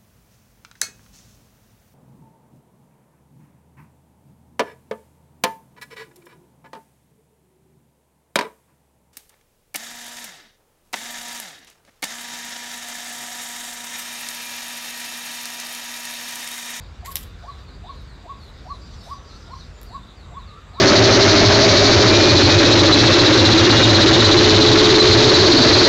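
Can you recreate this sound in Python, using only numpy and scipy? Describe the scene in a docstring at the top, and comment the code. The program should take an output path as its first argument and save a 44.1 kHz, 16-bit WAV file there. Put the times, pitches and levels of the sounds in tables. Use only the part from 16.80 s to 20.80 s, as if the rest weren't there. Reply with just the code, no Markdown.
"""Distant traffic rumbles and insects hiss around a single microphone in a park.
Small birds chirp farther off, and one hidden in the trees repeats a soft rising hoot, a nearly
pure tone, about two and a half times a second. Close to the microphone a dry stalk scrapes and
snaps, ringing briefly; later foliage brushes and the stalk ticks again. A faint tone wavers
far away in the second half. Trunks and leaves scatter short echoes."""
import sys
import numpy as np
from scipy import signal
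from scipy.fft import rfft, irfft
from scipy.io import wavfile
from scipy.ndimage import uniform_filter1d

SR = 44100
rng = np.random.default_rng(int(sys.argv[2]) if len(sys.argv) > 2 else 0)


def to_wav(s):
    """Save 16-bit WAV."""
    ch = np.atleast_2d(s).T  # columns
    pcm = np.round(np.clip(ch, -1, 1) * 32767)  # PCM
    wavfile.write(sys.argv[1], SR, pcm.astype(np.int16))


N = 176400
T = np.arange(N) / SR

# spectrum of distant traffic and leaves: frequency_hz, relative_db
TRAFFIC_COLOUR = [(15, -23.5), (28, -41.5), (38, -4), (48, -4), (62, -1.5), (82, -1), (105, -9), (160, -12),
                  (230, -17.5), (330, -22), (450, -22), (800, -27.5), (1200, -25.5), (1500, -27.5),
                  (2000, -31.5), (2800, -34.5), (5000, -44), (7500, -44), (9000, -55.5), (12000, -66.5),
                  (15500, -65)]
# swells in the traffic's bass: time_s, boost_db
RUMBLE_SWELLS = [(0, -4), (.2, 1.5), (.42, 0.5), (.6, 5.5), (.78, 1.5), (.92, -6.5), (1.13, 5.5),
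                 (1.45, -3.5), (1.72, 2), (1.83, 4.5), (2.1, -2), (2.3, 2), (2.6, -1), (2.85, -1),
                 (3.05, -1), (3.33, -6.5), (3.43, 5.5), (3.65, -2.5), (4, -3.5)]
# bands of insect hiss: centre_hz, width_hz, level_db
INSECT_BANDS = [(3740, 620, -61.5), (4640, 500, -65.5), (7260, 940, -78)]
# small birds' chirps, at the source: start_s, length_s, first_pitch_hz, last_pitch_hz, level_db
CHIRPS = [(.11, .07, 4730, 6000, -65), (0.554, .11, 4800, 3712, -59), (0.687, 0.061, 4180, 3940, -49),
          (0.768, .06, 4200, 3700, -53), (0.851, 0.1, 4700, 3750, -54.5), (1.082, 0.078, 4600, 3844, -52),
          (1.139, 0.086, 4800, 3660, -51.5), (1.244, 0.13, 5000, 3750, -54.5),
          (1.563, 0.14, 5020, 3880, -51.5), (1.881, .1, 4410, 3880, -48.5), (2.02, .06, 4400, 4860, -50.5),
          (2.088, .07, 4100, 3440, -56), (2.178, 0.079, 4900, 3771, -51), (2.27, 0.089, 5200, 4710, -54),
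          (2.467, .085, 5100, 3710, -48.5), (2.706, 0.059, 4400, 4010, -50.5),
          (2.773, 0.067, 5000, 3630, -48), (3.053, .09, 5200, 3719, -51.5),
          (3.11, 0.071, 4600, 3790, -51.5), (3.21, 0.049, 3760, 3638, -55), (3.357, .11, 5100, 3640, -53.5),
          (3.518, 0.052, 4000, 3410, -52), (3.58, 0.065, 4400, 3580, -49.5),
          (3.661, 0.068, 4900, 3635, -49.5), (3.931, 0.059, 4400, 3622, -45), (3.967, .06, 4900, 3930, -55)]
# their thin whistles, at the source: start_s, length_s, pitch_hz, level_db
WHISTLES = [(1.96, 0.37, 7360, -68), (2.054, .12, 5850, -73), (2.292, 0.18, 6030, -56.5),
            (2.459, 0.2, 6040, -59), (2.75, 0.056, 5910, -55), (2.918, 0.12, 7070, -58),
            (3.084, .11, 7570, -61.5), (3.46, .13, 7500, -64), (3.821, 0.12, 7640, -67)]
# their faint sibilant notes, at the source: start_s, length_s, pitch_hz, level_db
SIBILANTS = [(.86, .08, 10060, -81), (1.12, 0.13, 9100, -76), (1.27, .1, 8430, -72), (1.6, .1, 9350, -77),
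             (1.9, 0.099, 10170, -72), (2.5, 0.069, 10210, -86), (2.78, .1, 10100, -81),
             (3.08, 0.09, 10100, -71), (3.2, .16, 9070, -78), (3.38, 0.078, 10330, -77.5),
             (3.69, .08, 10200, -79)]
# distant twittering chorus: time_s, level_db
CHORUS_LEVEL = [(0, -65), (.5, -66), (.8, -59.5), (1.0, -78), (1.2, -60.5), (1.45, -77), (1.8, -58),
                (2.1, -55), (2.33, -51), (2.42, -60.5), (2.55, -52.5), (2.68, -55), (2.82, -52.5),
                (2.95, -63), (3.25, -76), (4, -84.5)]
# its spectrum: frequency_hz, relative_db
CHORUS_COLOUR = [(2500, -20), (3400, -6.5), (4700, 0.5), (5500, -4), (6200, -9.5), (6600, -14),
                 (8000, -20.5), (10000, -35), (15000, -40)]
# the hidden bird's hoots: crest_time_s, top_pitch_hz, crest_db, lead_in_db, crest_length_s
HOOTS = [(.288, 1109, -35, -44.5, 0.021), (.694, 1136, -35.5, -43, 0.026), (1.103, 1109, -34.5, -40, 0.02),
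         (1.510, 1127, -34, -43, 0.032), (1.917, 1144, -30.5, -42, 0.027),
         (2.325, 1127, -30.5, -43.5, 0.027), (2.738, 1076, -33, -50, 0.0091),
         (3.159, 1116, -32, -45, 0.026), (3.578, 1117, -33, -48, 0.02), (3.994, 1120, -31.5, -48.5, 0.016)]
# pitch shape of every hoot: time_from_crest_s, share_of_top_pitch
HOOT_GLIDE = [(-.07, .63), (-.045, .62), (-.035, .82), (-.021, .9), (-.01, .985), (0, 1), (.011, .985),
              (.022, .89), (.036, .87)]
# reflections off the closest bushes: delay_s, gain_db
BUSH_ECHOES = [(.031, -17), (.046, -25), (.075, -29.5)]
# stalk scraping close to the microphone: time_s, level_db
SCRAPE_LEVEL = [(.246, -81), (.251, -49), (.261, -38), (.285, -46.5), (.298, -49), (.312, -39.5),
                (.321, -35), (.337, -60), (.353, -50), (.36, -37.5), (.39, -52.5), (.42, -49.5),
                (.435, -41), (.456, -71), (.5, -79)]
# spectrum of its scraping and splintering: frequency_hz, relative_db
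SCRAPE_COLOUR = [(400, -16.5), (1200, -5.5), (2200, -6), (3200, 6.5), (5500, -0.5), (7500, 1), (9500, 0.5),
                 (12300, 7), (14500, -5), (16000, 3)]
# woody body of its creak: frequency_hz, relative_db
CREAK_COLOUR = [(700, -25), (1500, -8), (2100, 2.5), (2800, -16), (3900, -4), (5000, -9.5), (6200, -16),
                (7300, -4), (8500, -18.5), (15000, -30)]
# soft brushes of nearby foliage: middle_s, half_length_s, level_db
BRUSHES = [(0.721, 0.18, -70), (1.2, 0.1, -80), (1.66, .08, -65), (2.28, 0.06, -56), (2.56, .08, -72),
           (2.789, 0.083, -71), (3.055, 0.045, -66), (3.194, 0.17, -74)]
# their spectrum: frequency_hz, relative_db
BRUSH_COLOUR = [(2000, 6), (5000, 1), (8500, 2), (10500, -2.5), (12500, -2.5), (15500, -14)]
# close snaps of the stalk: start_s, ring_peak_db, brightness_0_to_1
SNAPS = [(.3158, -30, .6), (.3198, -26, .8), (.3563, -6.5, .7), (.3684, -17, .1), (3.0152, -34, .45),
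         (3.0312, -35, .85)]
# the stalk's resonances: pitch_hz, relative_db, t60_s
STALK_MODES = [(853, -19.5, .008), (2042, -8.5, 0.0051), (2890, -11, 0.0065), (3930, -7, 0.0067),
               (5370, -3.5, .005), (7390, -10.5, .009), (10180, -1.5, 0.0034), (11450, 3.5, 0.0031),
               (13070, -5, 0.0096), (13500, -1, 0.0048)]
# far-off tone, at the source: time_s, pitch_hz, level_db
FAR_TONE = [(2.22, 1270, -76), (2.34, 1275, -52), (2.48, 1275, -60), (2.58, 1370, -54.5), (2.73, 1430, -55),
            (2.86, 1400, -72), (3.42, 1130, -83.5), (3.48, 1130, -44), (3.53, 1100, -71), (3.63, 1060, -62),
            (3.69, 1260, -54), (3.735, 1130, -45.5), (3.775, 1330, -47), (3.84, 1200, -67),
            (3.92, 1210, -53.5), (4, 1370, -47)]
# echo decay among the trees: frequency_hz, t60_s
TREE_DECAY = [(200, 0.43), (1100, 0.43), (4000, 0.21), (8000, 0.21), (14000, 0.201)]


def amp(db):
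    """Decibels to gain."""
    return 10 ** (np.asarray(db) / 20)


def unit(x):
    """Scales to rms 1."""
    return x / np.sqrt(np.mean(x ** 2) + 1e-20)


def curve(points, t, column=1):
    """Joins the rows of a table with straight lines."""
    columns = np.transpose(points)
    return np.interp(t, columns[0], columns[column])


def over_hz(points, hz):
    """Reads a spectrum on a log-frequency axis."""
    knots_hz, values = np.transpose(points)
    return np.interp(np.log(hz + 1), np.log(knots_hz), values)


def colour(x, points):
    """Filters x by a spectrum, to rms 1."""
    gain = amp(over_hz(points, np.fft.rfftfreq(len(x), 1 / SR)))
    return unit(irfft(rfft(x) * gain, len(x)))


def drift(rate_hz):
    """Smooth random motion, rolling off above rate_hz."""
    size = N // 20
    lowpass = np.exp(-(np.fft.rfftfreq(size, 20 / SR) / rate_hz) ** 2)
    slow = irfft(rfft(rng.standard_normal(size)) * lowpass, size)
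    return np.interp(T, T[::20], unit(slow))


def add(mix, start_s, sound):
    """Mixes a sound in at start_s."""
    part = mix[max(round(start_s * SR), 0):][:len(sound)]
    part += sound[:len(part)]


def phase(hz):
    """Running phase of a pitch curve."""
    return 2 * np.pi * np.cumsum(hz) / SR


def patches(shape, bins, frames):
    """A smooth random field over frequency and time, rms 1."""
    field = uniform_filter1d(rng.standard_normal(shape), bins, axis=0)
    return unit(uniform_filter1d(field, frames, axis=1))


def patchy_noise(depth_db, bins, frames):
    """Noise whose level drifts in patches of frequency and time."""
    spectrum = signal.stft(rng.standard_normal(N), SR, nperseg=512, noverlap=384)[2]
    spectrum *= amp(depth_db * patches(spectrum.shape, bins, frames))
    return signal.istft(spectrum, SR, nperseg=512, noverlap=384)[1][:N]


def distant_traffic(hum_hz=49.45):
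    """Far traffic and leaves: patchy noise with a swelling rumble and a low hum."""
    hz, t, spectrum = signal.stft(rng.standard_normal(N), SR, nperseg=2048, noverlap=1536)
    patch_db = 1.39 * patches(spectrum.shape, bins=14, frames=9)
    swell_db = curve(RUMBLE_SWELLS, t) + 2.87 * np.interp(t, T, drift(6.18))
    bass = np.exp(-(hz / 130) ** 2)[:, None]
    spectrum *= amp(patch_db + swell_db * bass)
    noise = signal.istft(spectrum, SR, nperseg=2048, noverlap=1536)[1][:N]
    hum = unit(np.sin(phase(hum_hz * (1 + 0.0079 * drift(1.9)))))
    return amp(-40.5) * colour(noise, TRAFFIC_COLOUR) + amp(-47) * hum


def insects(shimmer_db=3.6):
    """Insects in the park: steady narrow bands of hiss that shimmer."""
    out, hz = np.zeros(N), np.fft.rfftfreq(N, 1 / SR)
    for centre_hz, width_hz, db in INSECT_BANDS:
        level = amp(db + shimmer_db * drift(12))
        band = np.exp(-2 * ((hz - centre_hz) / width_hz) ** 2)
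        out += level * unit(irfft(rfft(rng.standard_normal(N)) * band, N))
    return out


def small_birds(direct_db=-6, echo_db=-4.5, flutter_db=2.5):
    """Farther off, slurred chirps and thin notes blur in the trees over a noisy twittering chorus."""
    calls = np.zeros(N)
    for start_s, length_s, first_hz, last_hz, db in CHIRPS:
        progress = np.linspace(0, 1, round(length_s * SR))
        hz = last_hz + (first_hz - last_hz) * (1 - progress) ** 1.7  # settles on the last pitch
        hz *= 1 + .015 * drift(300)[:len(hz)]
        envelope = amp(db) * np.sqrt(abs(np.sin(np.pi * progress)))
        flutter = amp(flutter_db * drift(180)[:len(hz)])
        add(calls, start_s, np.sqrt(2) * envelope * flutter * np.sin(phase(hz)))
    calls += held_notes(WHISTLES, jitter=0.0192) + held_notes(SIBILANTS, jitter=0.031)
    chorus_level = amp(curve(CHORUS_LEVEL, T) + 1.7 * drift(25))
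    chorus = chorus_level * colour(patchy_noise(depth_db=4, bins=4, frames=22), CHORUS_COLOUR)
    return amp(direct_db) * calls + amp(echo_db) * tree_echoes(calls) + chorus


def tree_echoes(x, build_s=0.0075):
    """Trunks and leaves scatter sound back to the microphone; the treble dies first."""
    hz, t, spectrum = signal.stft(rng.standard_normal(SR), SR, nperseg=256)
    decay = amp(-60 * t / over_hz(TREE_DECAY, hz)[:, None])
    tail = signal.istft(spectrum * decay, SR)[1]
    tail *= np.minimum(np.arange(len(tail)) / SR / build_s, 1)
    return signal.fftconvolve(x, tail / np.linalg.norm(tail))[:len(x)]


def hooting_bird(overtone_db=-34, echo_db=-15.5):
    """A nearly pure tone from the trees: a husky low lead-in slides up to a crest and drops away."""
    out, t = np.zeros(N), np.arange(-.08, .06, 1 / SR)  # t = 0 at the crest
    lead_in = np.exp(-((t + 0.0506) / .013) ** 2)
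    slide = amp(-9.5) * np.exp(-((t + 0.0019) / 0.033) ** 4)
    jitter = 0.0027 + 0.071 * lead_in  # unsteady pitch makes the lead-in husky
    for crest_s, top_hz, crest_db, lead_db, length_s in HOOTS:
        crest = np.exp(-0.78 * abs(2 * t / length_s) ** 6.7)
        angle = phase(top_hz * curve(HOOT_GLIDE, t) * (1 + jitter * drift(330)[:len(t)]))
        level = amp(crest_db) * np.hypot(crest, slide)
        level += amp(lead_db + 1.5 * drift(120)[:len(t)]) * lead_in
        tone = np.sin(angle) + amp(overtone_db) * np.sin(2 * angle)
        call = np.pad(np.sqrt(2) * level * tone, (0, SR // 2))
        add(out, crest_s + t[0], call + bush_echoes(call) + amp(echo_db) * tree_echoes(call))
    return out


def bush_echoes(x, blur_s=0.0043):
    """A few smeared reflections from the closest bushes."""
    t = np.arange(SR // 10) / SR
    taps = sum(amp(db) * unit(np.exp(-((t - delay_s) / blur_s) ** 2) * rng.standard_normal(len(t)))
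               for delay_s, db in BUSH_ECHOES)
    return signal.fftconvolve(x, taps / np.sqrt(len(t)))[:len(x)]


def close_rustle(grain_db=4.5, creak_s=.262, echo_db=-7):
    """By the microphone the stalk creaks and scrapes in dry grains; later, foliage brushes softly."""
    grains = patchy_noise(depth_db=4.5, bins=7, frames=9) * amp(grain_db * drift(700))
    scrape = amp(curve(SCRAPE_LEVEL, T)) * colour(grains, SCRAPE_COLOUR)
    brush_level = sum(amp(db) * np.exp(-((T - middle_s) / half_s) ** 2)
                      for middle_s, half_s, db in BRUSHES)
    brush = brush_level * colour(rng.standard_normal(N) * amp(2.5 * drift(450)), BRUSH_COLOUR)
    creak_level = amp(-42) * np.exp(-((T - creak_s) / .014) ** 4)
    stalk = scrape + creak_level * colour(rng.standard_normal(N), CREAK_COLOUR)
    return stalk + amp(echo_db) * tree_echoes(stalk) + brush


def stalk_snaps(bright_hz=6500, splinter_s=0.015, echo_db=-10.5):
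    """Each close snap rings the stalk for a few milliseconds and sheds a spray of splintering."""
    out, t = np.zeros(N), np.arange(SR // 10) / SR
    for start_s, db, brightness in SNAPS:
        ring = np.zeros(len(t))
        for hz, mode_db, t60_s in STALK_MODES:
            weight = brightness if hz > bright_hz else 1 - brightness / 2
            ring += weight * amp(mode_db - 60 * t / t60_s) * np.sin(2 * np.pi * (hz * t + rng.random()))
        ring *= np.minimum(t / .00015, 1)
        spray_level = brightness * amp(-16.5) * np.exp(-t / splinter_s)
        spray = spray_level * colour(rng.standard_normal(len(t)), SCRAPE_COLOUR)
        add(out, start_s, amp(db) * (ring / abs(ring).max() + spray))
    return out + amp(echo_db) * tree_echoes(out)


def held_notes(notes, jitter):
    """Small birds' short high notes, each on one trembling pitch."""
    out = np.zeros(N)
    for start_s, length_s, hz, db in notes:
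        progress = np.linspace(0, 1, round(length_s * SR))
        envelope = amp(db) * np.sqrt(abs(np.sin(np.pi * progress)))
        tremble = 1 + jitter * drift(370)[:len(progress)]
        add(out, start_s, np.sqrt(2) * envelope * np.sin(phase(hz * tremble)))
    return out


def far_tone(direct_db=-4, echo_db=-7):
    """A faint gliding tone far from the microphone, blurred by the trees."""
    hz = curve(FAR_TONE, T) * (1 + .012 * drift(86.7))
    tone = np.sqrt(2) * amp(curve(FAR_TONE, T, column=2)) * np.sin(phase(hz))
    return amp(direct_db) * tone + amp(echo_db) * tree_echoes(tone)


def scene():
    """The park, near and far, at one microphone."""
    calls = hooting_bird() + small_birds() + far_tone()
    return (calls + stalk_snaps() + close_rustle() + insects() + distant_traffic())[None]


def record(dry):
    """The recorder's band limit: a steep low-pass at 15.7 kHz."""
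    lowpass = signal.firwin(301, 15700, window=("kaiser", 8), fs=SR)
    return signal.oaconvolve(dry, lowpass[None], "same")


dry = scene()
out = record(dry)
to_wav(out)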